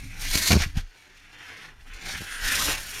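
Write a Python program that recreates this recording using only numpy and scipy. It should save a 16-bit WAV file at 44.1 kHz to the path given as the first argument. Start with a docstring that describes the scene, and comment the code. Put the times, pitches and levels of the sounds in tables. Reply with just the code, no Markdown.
"""Helmet camera in an avalanche

Inside the sliding snow, one microphone in the camera housing, the snow right against its port.
Grains rasp as hails of random clicks coloured by housing and port; breaking crusts add short bursts.
Packed snow heaves and rumbles as slowly swelling low noise; lumps, and a mount that judders and slams
to rest, ring decaying modes. Brief whistles of narrow noise and the microphone's own hiss lie beneath.
"""
import sys
import numpy as np
from scipy import signal
from scipy.fft import rfft, irfft, next_fast_len
from scipy.io import wavfile
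from scipy.ndimage import uniform_filter1d, map_coordinates

SR = 44100
rng = np.random.default_rng(int(sys.argv[2]) if len(sys.argv) > 2 else 0)


def master(y):
    """Save y as 16-bit WAV."""
    cut = np.clip(np.atleast_2d(y).T, -1, 1)
    pcm = np.round(cut * 32767)  # scale
    wavfile.write(sys.argv[1], SR, pcm.astype(np.int16))


def gain_from_decibels(decibels):
    """Convert decibel values to linear amplitude factors."""
    exponent = np.asarray(decibels, float) / 20
    return 10 ** exponent


N = 132300  # 3 s

# snow sliding past: t/s, rasp on the housing level/dB, then levels over that rasp:
# hiss at the port/dB, top treble/dB, churn/dB
SLIDING_SNOW = [(0.0, -52.5, -1, -4.5, -12.5), (0.17, -46.5, -6, -12, -11.5), (0.22, -41, 2.5, 0, -9),
                (0.27, -34.5, -1, -7, -34), (0.3, -39, 3.5, 0, -51), (0.35, -32, 5, 0.5, -8),
                (0.41, -35, 4.5, 0.5, -35), (0.49, -34, 8.5, 2.5, -34), (0.51, -35, 9, 3, 15),
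                (0.52, -25, 3.5, -19, -3), (0.53, -25.5, -2.5, -7, -7.5), (0.57, -43.5, 12.5, -2.5, 10.5),
                (0.58, -35.5, -0.5, -6, -10), (0.62, -34, 5.5, -11, -9), (0.64, -29, -5.5, -15, -15),
                (0.67, -48.5, -1.5, -9.5, -7.5), (0.74, -56.5, -5.5, -12, -10), (0.78, -38, -6, -15, -9.5),
                (0.84, -61.5, -1.5, -14, -2), (1.24, -56.5, -8, -21.5, -8.5), (1.45, -44.5, -9, -17.5, -11),
                (1.66, -47.5, -7, -18, -12), (1.75, -61.5, -10, -17, -2.5), (1.85, -61, -4, -9, -3.5),
                (1.91, -49, -16, -21, -12), (1.95, -47, -4, -15, -10), (2.0, -49, -5, -16, -9),
                (2.06, -38, -3, -12.5, -9), (2.1, -37.5, 2, -9.5, -11.5), (2.2, -38, -6, -10, -21),
                (2.23, -40, -3.5, -9, -11), (2.26, -42, -6, -7.5, -12.5), (2.3, -39.5, -8.5, -12, -14.5),
                (2.39, -37, -5.5, -11.5, -14.5), (2.48, -28.5, 0, -6, -19), (2.56, -28.5, -2, -5.5, -18.5),
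                (2.65, -33.5, 5, 2, -2.5), (2.7, -27, -0.5, -5.5, -8), (2.75, -34, -3, -9, -10),
                (2.83, -44.5, 1, 0, -8), (3.0, -37, -5.5, -5, -14)]
# snow pressing on the diaphragm, before the trims in press(): t/s, heave level/dB, rumble level/dB
PRESSING_SNOW = [(0.0, -35, -46.5), (0.05, -36, -35.5), (0.16, -36.5, -44), (0.3, -26.5, -35.5),
                 (0.32, -20.5, -41.5), (0.36, -27, -30), (0.4, -32, -38), (0.48, -41, -40),
                 (0.51, -42, -18.5), (0.565, -34, -21), (0.58, -34, -38), (0.63, -20.5, -44),
                 (0.68, -31.5, -44), (0.72, -35, -49), (0.78, -25, -28.5), (0.79, -19.5, -40.5),
                 (0.9, -47, -71), (0.99, -73, -61), (1.13, -52.5, -60.5), (1.59, -59.5, -53.5),
                 (1.75, -49.5, -55.5), (1.95, -35.5, -49), (2.01, -53, -52), (2.06, -38, -43.5),
                 (2.11, -40.5, -46), (2.22, -46, -42), (2.25, -49, -54), (2.38, -39.5, -57),
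                 (2.46, -26.5, -38), (2.51, -42.5, -42), (2.6, -41, -37), (2.69, -25.5, -37),
                 (2.75, -36, -45), (2.92, -43.5, -51.5), (2.97, -47, -44), (3.0, -36, -42)]
# colours of the noise, relative: f/Hz, level/dB
HOUSING_COLOUR = [(620, -59), (1050, -14), (1150, -14), (1300, -7.5), (1640, 1.5), (1880, 1), (3600, -4.5),
                  (4680, -68), (7920, -120)]
PORT_COLOUR = [(1760, -14), (3000, -6), (3460, -2), (3780, -2.5), (4230, 0), (4900, -3.5), (5640, -1),
               (6970, -8.5), (7800, -21.5), (10100, -33), (17200, -120)]
TOP_COLOUR = [(4290, -32.5), (7300, -5.5), (8000, -9), (8780, -2), (10600, -6), (12000, -4.5),
              (14600, -12.5), (15600, -18.5)]
CHURN_COLOUR = [(160, -28), (280, -3.5), (426, -3.5), (589, -8.5), (788, -3), (1200, -8.5), (1560, -4.5),
                (2640, -120)]
HEAVE_COLOUR = [(4.7, -36.5), (8.0, -7), (27, 19), (49, -5.5), (65, 0), (84, -35.5), (140, -120)]
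RUMBLE_COLOUR = [(32, -47), (55, -0.5), (183, -9), (221, -15), (280, -12.5), (320, -20), (420, -53),
                 (700, -120)]
# bursts of grains on the port, from breaking crusts (short) to passing flurries (long):
# t/s, level before CRUNCH_DB and the rise/dB, treble over the housing/dB, t60/s
CRUNCHES = [(0.216, -38, 13, 0.012), (0.229, -29, 5, 0.022), (.251, -21.5, 8, .015),
            (0.3114, -25.5, 21.5, 0.013), (0.338, -20, 4, 0.018), (0.353, -12, 4, 0.022),
            (0.375, -17.5, 16, 0.0088), (0.463, -19, 9, .015), (.476, -15, 11, 0.013),
            (.496, -33, 8, 0.013), (0.5083, -2.5, -2, 0.014), (0.518, -0.5, 2.5, 0.013),
            (.5285, -4, -5, .014), (0.6189, -12, 0, 0.02), (.7575, -34, -4, 0.018),
            (0.7697, -22, 2.5, 0.015), (.773, -32, -1, 0.13), (.93, -44, -0.5, 0.54), (1.14, -42, -6, 0.43),
            (1.795, -40, -7.5, 0.093), (1.865, -40.5, -1.5, 0.13), (1.932, -40.5, 7.5, 0.064),
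            (2.052, -48, 6, 0.037), (2.656, -23, 7, 0.024), (2.695, -20, -4, 0.045)]
CRUNCH_DB, CRUNCH_RISE = -5.5, 0.16  # trim of all bursts/dB; time constant of the rise, share of t60
# knocks on the housing: lumps hitting it, and the mount slamming to rest (0.57 s):
# t/s, relative level/dB, contact/s
HOUSING_KNOCKS = [(0.354, -12.5, 0.0022), (0.57, -8.5, 0.0018), (0.6044, -12, 0.0045),
                  (0.66, -11.5, 0.0072), (0.7557, -26, 0.0043), (0.7685, -5.5, 0.0055), (2.056, -36, 0.002),
                  (2.14, -28.5, 0.0013), (2.1538, -31, .002), (2.2075, -25.5, 0.0016), (2.219, -25, 0.0016),
                  (2.452, -33, 0.0019), (2.69, -39, 0.0015)]
# ringing modes of the mount: f/Hz, level/dB, t60/s
MOUNT_MODES = [(81.3, -5, 0.16), (126, 0, 0.025), (192, 1.5, 0.023), (304, -3, 0.02), (432, -5, 0.017),
               (580, -8, 0.025), (780, -16, 0.02)]
# air pocket in the snow before the port: t/s, pitch f/Hz, its ring before evening out level/dB
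AIR_POCKET = [(.0, 2430, 12.5), (.2, 2250, 19), (.28, 2270, 14), (.36, 2260, 14), (.45, 1990, 10),
              (.52, 2250, 21), (.62, 2376, 7.5), (.78, 2780, 4), (1.0, 2300, 9.5), (1.3, 2160, 0.5),
              (1.55, 1800, 4.5), (1.75, 2270, 4), (2.05, 2410, 8.5), (2.2, 1770, -1.5), (2.32, 1650, 5.5),
              (2.48, 1640, 10), (2.57, 1510, 3.5), (2.62, 1400, 1), (2.65, 1500, -18), (2.67, 2780, 10),
              (2.72, 2660, 11), (2.85, 2310, 3), (3.0, 2480, 6.5)]
POCKET_WIDTH = 0.2  # half-width of the ring, share of its pitch
# snow squeezing past the port: centre t/s, length/s, pitch f/Hz, half-width f/Hz, level/dB
PORT_WHISTLES = [(0.777, 0.031, 780, 60, -46), (2.35, 0.12, 9400, 900, -46),
                 (2.533, 0.069, 2530, 90, -32.5), (2.611, 0.041, 1175, 90, -32.5)]

# judder: the mount rocks, and the second edge of each rock lands just after the first
JUDDER_START_S, JUDDER_PER_S, JUDDER_ROCKS, JUDDER_CONTACT_S = 0.5045, 40, 3, 0.0021
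JUDDER_DB, JUDDER_GROWS_DB = -7.5, 1.5  # relative level of the first rock; growth per rock
SECOND_EDGE_S, SECOND_EDGE_DB = 0.01034, -0.5  # delay and level after the first edge
SCATTER_DB = 1.5  # random scatter of each mode per blow
VENT_HZ = 48  # the vent of the microphone lets slow pushes of the housing leak away

GRAINS_PER_S, GRAIN_SPREAD_DB = 9000, 3.5  # mean rate; spread of the grain sizes
CLUMP_DB, BROAD_PATCH_DB = 1.6, 1.6  # depth of the clumps; bound of the broad patches of colour
HISS_DB, HISS_TOP_HZ = -69, 9000  # the microphone's own hiss, at half amplitude at this frequency
CEILING = 0.75  # full swing of the microphone


def unit(x):
    """x scaled to rms 1."""
    return x / np.sqrt(np.mean(x ** 2) + 1e-20)


def along(points, hz):
    """Values of (Hz, value) points, interpolated on a log frequency axis."""
    f, v = np.transpose(points)
    return np.interp(np.log(hz + 1), np.log(f + 1), v)


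def curves(rows):
    """One value per sample for each column after the time."""
    s, *cols = np.transpose(rows)
    return [np.interp(np.arange(N) / SR, s, c) for c in cols]


def wobble(rate):
    """A smooth random curve, rate knots a second."""
    knots = rng.standard_normal(int(N * rate / SR) + 4)
    return map_coordinates(knots, [np.arange(N) * rate / SR])


def filtered(x, response):
    """x times a complex response of frequency."""
    m = next_fast_len(N + SR // 2)
    return irfft(rfft(x, m) * response(np.fft.rfftfreq(m, 1 / SR)), m)[..., :N]


def coloured(x, spectrum):
    """x in the given colour, rms 1."""
    return unit(filtered(x, lambda hz: gain_from_decibels(along(spectrum, hz))))


def steadied(x, hold_s):
    """x with its own slow swells evened out."""
    power = uniform_filter1d(x ** 2, size=int(hold_s * SR))
    return x / np.sqrt(np.abs(power) + 0.15)


def patched(x, size, patchy_db, bins, frames):
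    """x with a bounded random gain over patches of time and frequency."""
    z = signal.stft(x, nperseg=size)[2]
    field = uniform_filter1d(rng.standard_normal(z.shape), size=bins, axis=0)
    field = uniform_filter1d(field, size=frames, axis=1)
    return signal.istft(z * gain_from_decibels(patchy_db * np.tanh(unit(field))), nperseg=size)[1][:N]


def hiss():
    """The microphone's own noise, white with a fading top."""
    return filtered(rng.standard_normal(N), lambda hz: gain_from_decibels(HISS_DB) / (1 + (hz / HISS_TOP_HZ) ** 2))


def whistles():
    """Snow squeezing past the port makes narrow noise that swells and fades."""
    t, out = np.arange(N) / SR, np.zeros(N)
    for s, length, pitch, width, db in PORT_WHISTLES:
        noise = filtered(rng.standard_normal(N), lambda f: 1 / (1 + ((f - pitch) / width) ** 2))
        swell = np.exp(-(2 * (t - s) / length) ** 2)
        out += gain_from_decibels(db) * swell * unit(noise)
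    return out


def press():
    """The weight of snow pumps the diaphragm slowly and rumbles through the helmet."""
    heave_db, rumble_db = curves(PRESSING_SNOW)
    heave = steadied(coloured(rng.standard_normal(N), HEAVE_COLOUR), hold_s=0.061)
    # fine patches turn the noise into wandering low tones
    tones = patched(rng.standard_normal(N), size=8192, patchy_db=10, bins=2, frames=2)
    rumble = steadied(coloured(tones, RUMBLE_COLOUR), hold_s=0.03)
    heave_gain = gain_from_decibels(heave_db - 2.5 + 1.54 * wobble(8.78))
    rumble_gain = gain_from_decibels(rumble_db - 4.0 + 1.16 * wobble(25.54))
    return heave_gain * heave + rumble_gain * rumble


def judder():
    """The mount rocks at a steady rate, each rock landing on two edges: (s, dB, contact s) per edge."""
    edges = []
    for k in range(JUDDER_ROCKS):
        for edge in range(2):
            s = JUDDER_START_S + k / JUDDER_PER_S + edge * SECOND_EDGE_S
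            db = JUDDER_DB + JUDDER_GROWS_DB * k + edge * SECOND_EDGE_DB
            edges.append((s, db, JUDDER_CONTACT_S))
    return edges


def knocks():
    """Every knock and every edge of the judder is a soft push that rings the modes of the mount."""
    out, t = np.zeros(N + SR), np.arange(SR // 4) / SR
    for s, db, contact_s in list(HOUSING_KNOCKS) + judder():
        ring = np.zeros(len(t))
        for hz, level, t60 in MOUNT_MODES:
            decay = gain_from_decibels(level + rng.normal(0, SCATTER_DB) - 60 * t / t60)
            ring += decay * np.sin(2 * np.pi * hz * t)
        push = np.hanning(int(contact_s * SR) + 3)
        blow = np.convolve(ring, push / push.sum())[:len(t)]
        out[round(s * SR):][:len(t)] -= gain_from_decibels(db - 7) * blow
    return filtered(out[:N], lambda f: (1j * f / (1j * f + VENT_HZ)) ** 2)


def grains(modes_db):
    """A dense hail of snow grains in clumps, with random broad and fine patches of colour."""
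    strike, side, size = rng.random((3, N))
    hail = (strike < GRAINS_PER_S / SR) * np.sign(side - 0.5)
    hail = hail * gain_from_decibels(-GRAIN_SPREAD_DB * np.log(size + 0.021))
    hail = patched(hail, size=8192, patchy_db=modes_db, bins=2, frames=2)
    clumped = hail * gain_from_decibels(CLUMP_DB * wobble(90))
    return patched(clumped, size=512, patchy_db=BROAD_PATCH_DB, bins=6, frames=26)


def crunch():
    """Breaking crusts and flurries throw bursts of grains: their swell on the housing and in the treble."""
    t, out = np.arange(N) / SR, np.zeros((2, N))
    for s, db, treble_db, t60 in CRUNCHES:
        since = np.clip(t - s, 0, None)
        rise = 1 - np.exp(-since / (CRUNCH_RISE * t60))
        swell = gain_from_decibels(db + CRUNCH_DB - 60 * since / t60) * rise
        out += gain_from_decibels([[0], [treble_db]]) * swell
    return out


def pocket(x):
    """A resonance that moves as the air pocket changes shape."""
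    hz, t, z = signal.stft(x, SR, nperseg=512)
    s, pitch, db = np.transpose(AIR_POCKET)
    pitch, db = np.interp(t, s, pitch), np.interp(t, s, db)
    gain = gain_from_decibels(db / (1 + ((hz[:, None] / pitch - 1) / POCKET_WIDTH) ** 2))
    gain /= np.sqrt(np.mean(gain[12:40] ** 2, axis=0))  # even out the gain over about 1-3.4 kHz
    return signal.istft(z * gain, SR, nperseg=512)[1][:N]


def rasp():
    """Grains ring the housing and hiss in the port; lumps of snow churn below."""
    slide_db, port_db, top_db, churn_db = curves(SLIDING_SNOW)
    hail, bursts, spray = grains(modes_db=10.5), grains(modes_db=15.5), grains(modes_db=12.0)
    housing_swell, treble_swell = crunch()

    slide = unit(pocket(coloured(hail, HOUSING_COLOUR)))
    slide += gain_from_decibels(port_db) * coloured(spray, PORT_COLOUR)
    slide += gain_from_decibels(top_db) * coloured(spray, TOP_COLOUR)
    churn = gain_from_decibels(churn_db + 1.4 * wobble(30.05)) * coloured(hail, CHURN_COLOUR)

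    burst_body = pocket(coloured(bursts, HOUSING_COLOUR))
    burst_treble = coloured(bursts, PORT_COLOUR) + gain_from_decibels(-6.5) * coloured(bursts, TOP_COLOUR)
    return gain_from_decibels(slide_db) * (slide + churn) + housing_swell * burst_body + treble_swell * burst_treble


def scene():
    """One microphone on both channels."""
    mono = hiss() + whistles() + press() + knocks() + rasp()
    return np.array([mono, mono])


def roll_off(x):
    """The treble ends steeply here."""
    return signal.sosfilt(signal.butter(12, 15700, fs=SR, output="sos"), x)


def record(dry):
    """The microphone rounds off the hardest blows as they near its full swing."""
    soft = dry / (1 + np.abs(dry / CEILING) ** 4) ** (1 / 4)
    return roll_off(soft)


dry = scene()
out = record(dry)
master(out)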